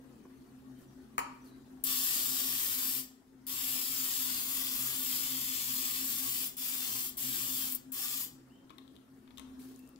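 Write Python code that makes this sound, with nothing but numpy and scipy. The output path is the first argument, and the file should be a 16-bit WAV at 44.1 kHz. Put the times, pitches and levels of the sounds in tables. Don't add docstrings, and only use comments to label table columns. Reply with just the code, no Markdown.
import sys
import numpy as np
from scipy import signal
from scipy.fft import rfft, irfft
from scipy.io import wavfile
from scipy.ndimage import uniform_filter1d

SR = 44100
rng = np.random.default_rng(int(sys.argv[2]) if len(sys.argv) > 2 else 0)


def waveform_to_disk(signal):
    frames = np.transpose(np.atleast_2d(signal))
    scaled = np.clip(frames, -1, 1) * 32767
    samples = np.round(scaled).astype(np.int16)
    wavfile.write(sys.argv[1], SR, samples)


N = 440548

# f/Hz, width/Hz, level/dB
HUM_MODES = [(63.6, 17, -18.5), (130.3, 3.9, -5.5), (225, 19, -13.5), (260.8, 7.2, 3.5), (293, 4.5, -24),
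             (369.7, 4, -8.5), (402, 12, -25.5)]
# t/s, level/dB
HUM_LEVEL = [(0.0, -53.5), (2.9, -52.5), (3.25, -63.5), (3.7, -54), (6.4, -52), (6.55, -58), (7.3, -49),
             (7.9, -57), (9.15, -59), (9.6, -49.5), (9.99, -59)]
# f/Hz, relative level/dB
AIR_SPECTRUM = [(15, -73), (25, -19), (126, -22.5), (174, -15), (261, -11.5), (307, -11), (586, -24),
                (670, -23), (1820, -29), (2140, -34.5), (15700, -42)]
# (f/Hz, width/Hz, level/dB)
SPOON_KNOCK = (0.253, -43, [(380, 400, 8), (736, 400, -2)])
# t/s, length/s, first f/Hz, settled f/Hz, level/dB
BIRD_NOTES = [(.35, .06, 6300, 6300, -78), (.745, .12, 3150, 3080, -77), (0.872, 0.065, 5900, 5780, -70),
              (1.404, 0.043, 6000, 5880, -65), (1.442, 0.22, 5350, 3900, -71.5),
              (8.486, .22, 2290, 3130, -72.5), (9.52, .08, 5000, 5900, -75),
              (9.77, 0.22, 2620, 2680, -72.5)]
# t/s, hold/s, level/dB, t60/s
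RUSTLES = [(.78, 0.067, -68.5, .1), (1.44, 0.051, -65, .1), (9.592, 0.027, -57, 0.92)]
# t/s, level/dB
CAP_HITS = [(1.1805, -15.5), (1.1898, -19), (1.195, -27), (1.2, -37)]
# f/Hz, width/Hz, level/dB
CAN_MODES = [(500, 100, -6.5), (980, 150, 2.5), (1230, 300, 6.5), (1380, 110, -10), (1840, 150, -11),
             (2440, 710, -8), (4400, 590, -9.5), (5460, 680, -19), (7300, 730, -13.5), (10830, 4200, -18),
             (13500, 5400, -18)]
# press t/s, release t/s, early fizz level/dB, late fizz level/dB, droplets re fizz/dB
PRESSES = [(1.839, 2.999, -30.5, -35, -5), (3.467, 6.47, -34.5, -35, -5), (6.568, 7.074, -36, -35.5, -4),
           (7.17, 7.726, -33.5, -36, -5.5), (7.919, 8.229, -36.5, -34, -5.5)]
# f/Hz, relative level/dB
SPRAY_SPECTRUM = [(400, -21), (600, -21), (900, -16.5), (1400, -14), (2200, -10), (3200, -4), (3950, -6),
                  (5000, -3), (6200, -6.5), (7500, -0.5), (8700, -5.5), (10400, -9), (11500, -4),
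                  (13800, -3), (15700, -7)]
# f/Hz, width/Hz, lift or dip/dB
SPRAY_PEAKS_DIPS = [(967, 28, 2), (1150, 165, 7.5), (1900, 120, 3), (3540, 200, 3.5), (3850, 200, -3),
                    (12600, 760, 2), (13650, 500, -2.5), (15500, 1500, 6)]
# t/s, delay/ms
SWEEP_LAG = [(1.9, .24), (2.5, .21), (3.5, .25), (4.1, .27), (4.55, .18), (4.9, .18), (5.1, .27), (5.6, .3),
             (6.1, .23), (6.7, .18), (7.3, .25), (8.1, .17)]
# t/s, level/dB
VALVE_JOLTS = [(1.8388, -13), (3.468, -30), (7.1775, -24), (7.092, -24), (7.7228, -18), (7.7334, -27),
               (7.7485, -14), (7.757, -22), (7.9204, -27), (8.244, -26)]
# t/s, level/dB, body re level/dB, snap re level/dB
COUNTER_TAPS = [(8.696, -53, -9, -13), (8.7043, -50, 5, -8), (8.7831, -44, -5.5, -7),
                (8.8784, -52, -12, -9), (8.955, -58, -15, -5), (8.9645, -51, -9, -7), (9.2767, -57, 1, -13),
                (9.3072, -53.5, -1, -16), (9.374, -42, -21, -5), (9.3819, -40.5, -8, -1),
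                (9.3958, -46, 1, 5)]
# f/Hz, width/Hz, level/dB
PLASTIC_MODES = [(3270, 300, 5), (3540, 970, 12)]
# f/Hz, width/Hz, level/dB
BODY_MODES = [(604, 350, -1), (1180, 360, 11), (1920, 2200, 2.5)]
# t/s, level/dB, f/Hz
BATTER_TICKS = [(9.761, -49, 8260), (9.7921, -49, 12800), (9.875, -55, 7860), (9.8909, -49, 12100),
                (9.96, -51, 5570)]
# f/Hz, t60/s
KITCHEN_DECAY = [(300, 0.21), (1200, 0.54), (2500, 0.47), (4500, 0.55), (12000, 0.17)]
# f/Hz, coherence
ROOM_COHERENCE = [(60, 0.73), (130, 0.95), (290, 0.83), (640, 0.28), (1300, 0.056), (5000, 0.075)]
# f/Hz, coherence
JET_COHERENCE = [(640, .6), (1300, .52), (3000, .38), (6000, .34), (12000, .24)]
# f/Hz, left minus right/dB
PORT_BALANCE = [(50, 6), (110, -2), (250, 3), (1200, 3.5), (2400, 4), (4500, 4), (6500, 3.5), (7600, 2),
                (8800, 5.5), (15000, 5.5)]


def gain_of(db):
    return 10 ** (np.asarray(db) / 20)


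def unit_rms(x):
    return x / np.sqrt(np.mean(x ** 2) + 1e-20)


def curve_at(points, hz):
    f, value = np.transpose(points)
    return np.interp(np.log(hz + 1), np.log(f + 1), value)


def add(mix, s, sound):
    part = mix[..., round(s * SR):][..., :sound.shape[-1]]
    part += sound[..., :part.shape[-1]]


def bell(hz, centre_hz, width_hz):
    return 1 / (1 + (2 * (hz - centre_hz) / width_hz) ** 2)


def drift(first, second):
    return unit_rms(uniform_filter1d(uniform_filter1d(rng.standard_normal(N), first), second))


def flicker(db):
    return gain_of(db * drift(250, 120))


def sides(pan_db):
    return gain_of(np.array([.5, -.5])[:, None] * pan_db)


def from_counter(x, pan_db, delay_s=5.2e-4):
    return np.array([x, np.roll(x, round(delay_s * SR))]) * sides(pan_db)


def port_noise(colour_db, size, patchy_db, ripple_db, near=False):
    hop = size // 4
    frames, hz = N // hop + 5, np.fft.rfftfreq(size, 1 / SR)
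    a, b, c, d, chance = rng.standard_normal((frames, len(hz), 5)).T
    left, unrelated = a + 1j * b, c + 1j * d
    patches = unit_rms(uniform_filter1d(uniform_filter1d(chance, size // 40, axis=0), 4, axis=1))
    ripple = unit_rms(uniform_filter1d(uniform_filter1d(chance[::-1], 2, axis=0), 14, axis=1))
    coherence = curve_at(JET_COHERENCE if near else ROOM_COHERENCE, hz)[:, None]
    lag_s = np.interp(np.arange(frames) * hop / SR, *np.transpose(SWEEP_LAG)) / 1000 if near else 0
    delayed = left * np.exp(-2j * np.pi * hz[:, None] * lag_s)
    right = coherence * delayed + np.sqrt(1 - coherence ** 2) * unrelated
    level = gain_of(colour_db(hz)[..., None] + patchy_db * patches + ripple_db * ripple)
    spectra = np.array([left, right]) * level * sides(curve_at(PORT_BALANCE, hz))[..., None]
    return unit_rms(signal.istft(spectra, nperseg=size, noverlap=size - hop)[1][:, :N])


def ring(modes, t60, grit):
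    t, hz = np.arange(4096) / SR, np.fft.rfftfreq(8192, 1 / SR)
    blow = grit * rng.standard_normal(len(t)) * gain_of(-60 * t / t60)
    blow[0] = 1
    body = sum(gain_of(db) / (1 + 2j * (hz - f) / width) ** 2 for f, width, db in modes)
    out = irfft(rfft(blow, 8192) * body)[:len(t)]
    return out / abs(out).max()


def snap(low_hz, high_hz, t60):
    burst = rng.standard_normal(3000) * gain_of(-60 * np.arange(3000) / SR / t60)
    band = signal.butter(2, [low_hz, high_hz], "band", fs=SR, output="sos")
    burst = signal.sosfilt(band, burst)
    return burst / abs(burst).max()


def room_tone():
    def hum_colour(hz):
        return 20 * np.log10(sum(gain_of(db) * bell(hz, f, width) for f, width, db in HUM_MODES))
    hum = port_noise(hum_colour, size=8192, patchy_db=.5, ripple_db=1.5)
    air = port_noise(lambda hz: curve_at(AIR_SPECTRUM, hz), size=1024, patchy_db=1.6, ripple_db=2.5)
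    hum_db = np.interp(np.arange(N) / SR, *np.transpose(HUM_LEVEL))
    air_db = -61 + .47 * (hum_db + 54)
    return gain_of(hum_db) * hum + gain_of(air_db) * flicker(.42) * air


def spoon():
    s, db, modes = SPOON_KNOCK
    out = np.zeros(N)
    add(out, s, gain_of(db) * ring(modes, t60=.04, grit=.25))
    return out


def bird(glide_s=.024, rise_s=.02, fade_db=-20):
    flutter = .9 + .6 * (drift(200, 200) + 1j * drift(200, 200))
    notes = np.zeros(N, complex)
    for s, length, first_hz, settled_hz, db in BIRD_NOTES:
        t = np.arange(0, length, 1 / SR)
        hz = settled_hz + (first_hz - settled_hz) * np.exp(-t / glide_s)
        level = np.minimum(t / rise_s, 1) ** 2 * gain_of(db + fade_db * (t / length) ** 2)
        add(notes, s, level * np.exp(2j * np.pi * np.cumsum(hz) / SR))
    return (flutter * notes).real


def rustle():
    t = np.arange(N) / SR
    strokes = sum((t >= s) * gain_of(db - 60 * np.maximum(t - s - hold, 0) / t60)
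                  for s, hold, db, t60 in RUSTLES)
    level = uniform_filter1d(strokes, 400) * flicker(1.2)
    return level * port_noise(lambda hz: -24 * bell(hz, 0, 1400), size=256, patchy_db=1.5, ripple_db=2)


def cap(notch_hz=3520, notch_width_hz=870):
    out = np.zeros(N)
    for s, db in CAP_HITS:
        add(out, s, gain_of(db) * ring(CAN_MODES, t60=.011, grit=.45))
    return signal.lfilter(*signal.iirnotch(notch_hz, notch_hz / notch_width_hz, SR), out)


def valve():
    out = np.zeros((2, N))
    for s, db in VALVE_JOLTS:
        left, right = snap(12300, 20000, t60=.05), .25 * snap(12000, 12400, t60=.019)
        add(out, s, gain_of(db) * np.array([left, right]))
    return out


def jet_level(level_db, sputter, bleed_t60, room_t60, wet_db):
    fall_db = 60 / bleed_t60 * np.arange(N) / SR
    level = sputter * gain_of(np.maximum.accumulate(level_db + fall_db) - fall_db)
    level *= gain_of(.55 * drift(4000, 2000))
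    keep = gain_of(-120 / room_t60 / SR)
    room_power = signal.lfilter([1 - keep], [1, -keep], level ** 2)
    return np.sqrt(level ** 2 + gain_of(2 * wet_db) * room_power)


def spray(split_hz=9000):
    def colour(hz, high):
        peaks_dips_db = sum(db * bell(hz, f, width) for f, width, db in SPRAY_PEAKS_DIPS)
        share = 1 / (1 + (split_hz / (hz + 1)) ** 16)
        return curve_at(SPRAY_SPECTRUM, hz) + peaks_dips_db + 10 * np.log10(share if high else 1 - share)
    fizz = port_noise(lambda hz: colour(hz, True), size=2048, patchy_db=.7, ripple_db=3, near=True)
    drops = port_noise(lambda hz: colour(hz, False), size=2048, patchy_db=.7, ripple_db=3.3, near=True)
    fizz_db, drops_db = np.full((2, N), -200.)
    for press, release, early_db, late_db, landing_db in PRESSES:
        held = slice(round(press * SR), round(release * SR))
        t = np.arange(held.stop - held.start) / SR
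        build_db = -2.5 * np.exp(-t / .15)
        wetting_db = -10.5 * np.exp(-t / .017)
        drying_db = -4 * np.exp(-t[::-1] / .032)
        fizz_db[held] = early_db + (late_db - early_db) * t / t[-1] + build_db
        drops_db[held] = fizz_db[held] + landing_db + wetting_db + drying_db
    sputter = flicker(.8)
    fizz *= jet_level(fizz_db, sputter, bleed_t60=.14, room_t60=.24, wet_db=-6)
    drops *= jet_level(drops_db, sputter, bleed_t60=.24, room_t60=.43, wet_db=-9.5)
    return fizz + drops


def taps():
    out = np.zeros(N)
    for s, db, body_db, snap_db in COUNTER_TAPS:
        add(out, s, gain_of(db) * ring(PLASTIC_MODES, t60=.027, grit=.094))
        add(out, s, gain_of(db + body_db) * ring(BODY_MODES, t60=.031, grit=.14))
        add(out, s, gain_of(db + snap_db) * snap(4700, 14000, t60=.011))
    return out


def batter():
    out = np.zeros(N)
    for s, db, hz in BATTER_TICKS:
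        add(out, s, gain_of(db) * snap(.67 * hz, 1.33 * hz, t60=.0088))
    return out


def kitchen(x):
    echoes = np.zeros((2, SR // 2))
    arrivals = np.arange(150, SR // 2 - 20, 20) + rng.integers(0, 20, (2, (SR // 2 - 151) // 20))
    np.put_along_axis(echoes, arrivals, rng.choice([-1., 1.], arrivals.shape), 1)
    hz, t, spectra = signal.stft(echoes, SR, nperseg=256)
    decay = gain_of(-60 * t / curve_at(KITCHEN_DECAY, hz)[:, None])
    tail = signal.istft(spectra * decay, SR, nperseg=256)[1]
    return signal.fftconvolve(x, tail / np.linalg.norm(tail[0]), axes=1)[:, :N]


def scene():
    pop = from_counter(cap(), pan_db=3.3)
    handling = from_counter(taps() + batter(), pan_db=12.3) + spoon()
    song = bird() * sides(1.2)
    reverb = kitchen(gain_of(-6.5) * pop + gain_of(-8) * handling + gain_of(-5) * song)
    return spray() + valve() + pop + handling + reverb + rustle() + song + room_tone()


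def record(dry, edge_hz=15745):
    lowpass = signal.firwin(2047, edge_hz, window=("kaiser", 9), fs=SR)
    return signal.oaconvolve(dry, lowpass[None], "same")


dry = scene()
out = record(dry)
waveform_to_disk(out)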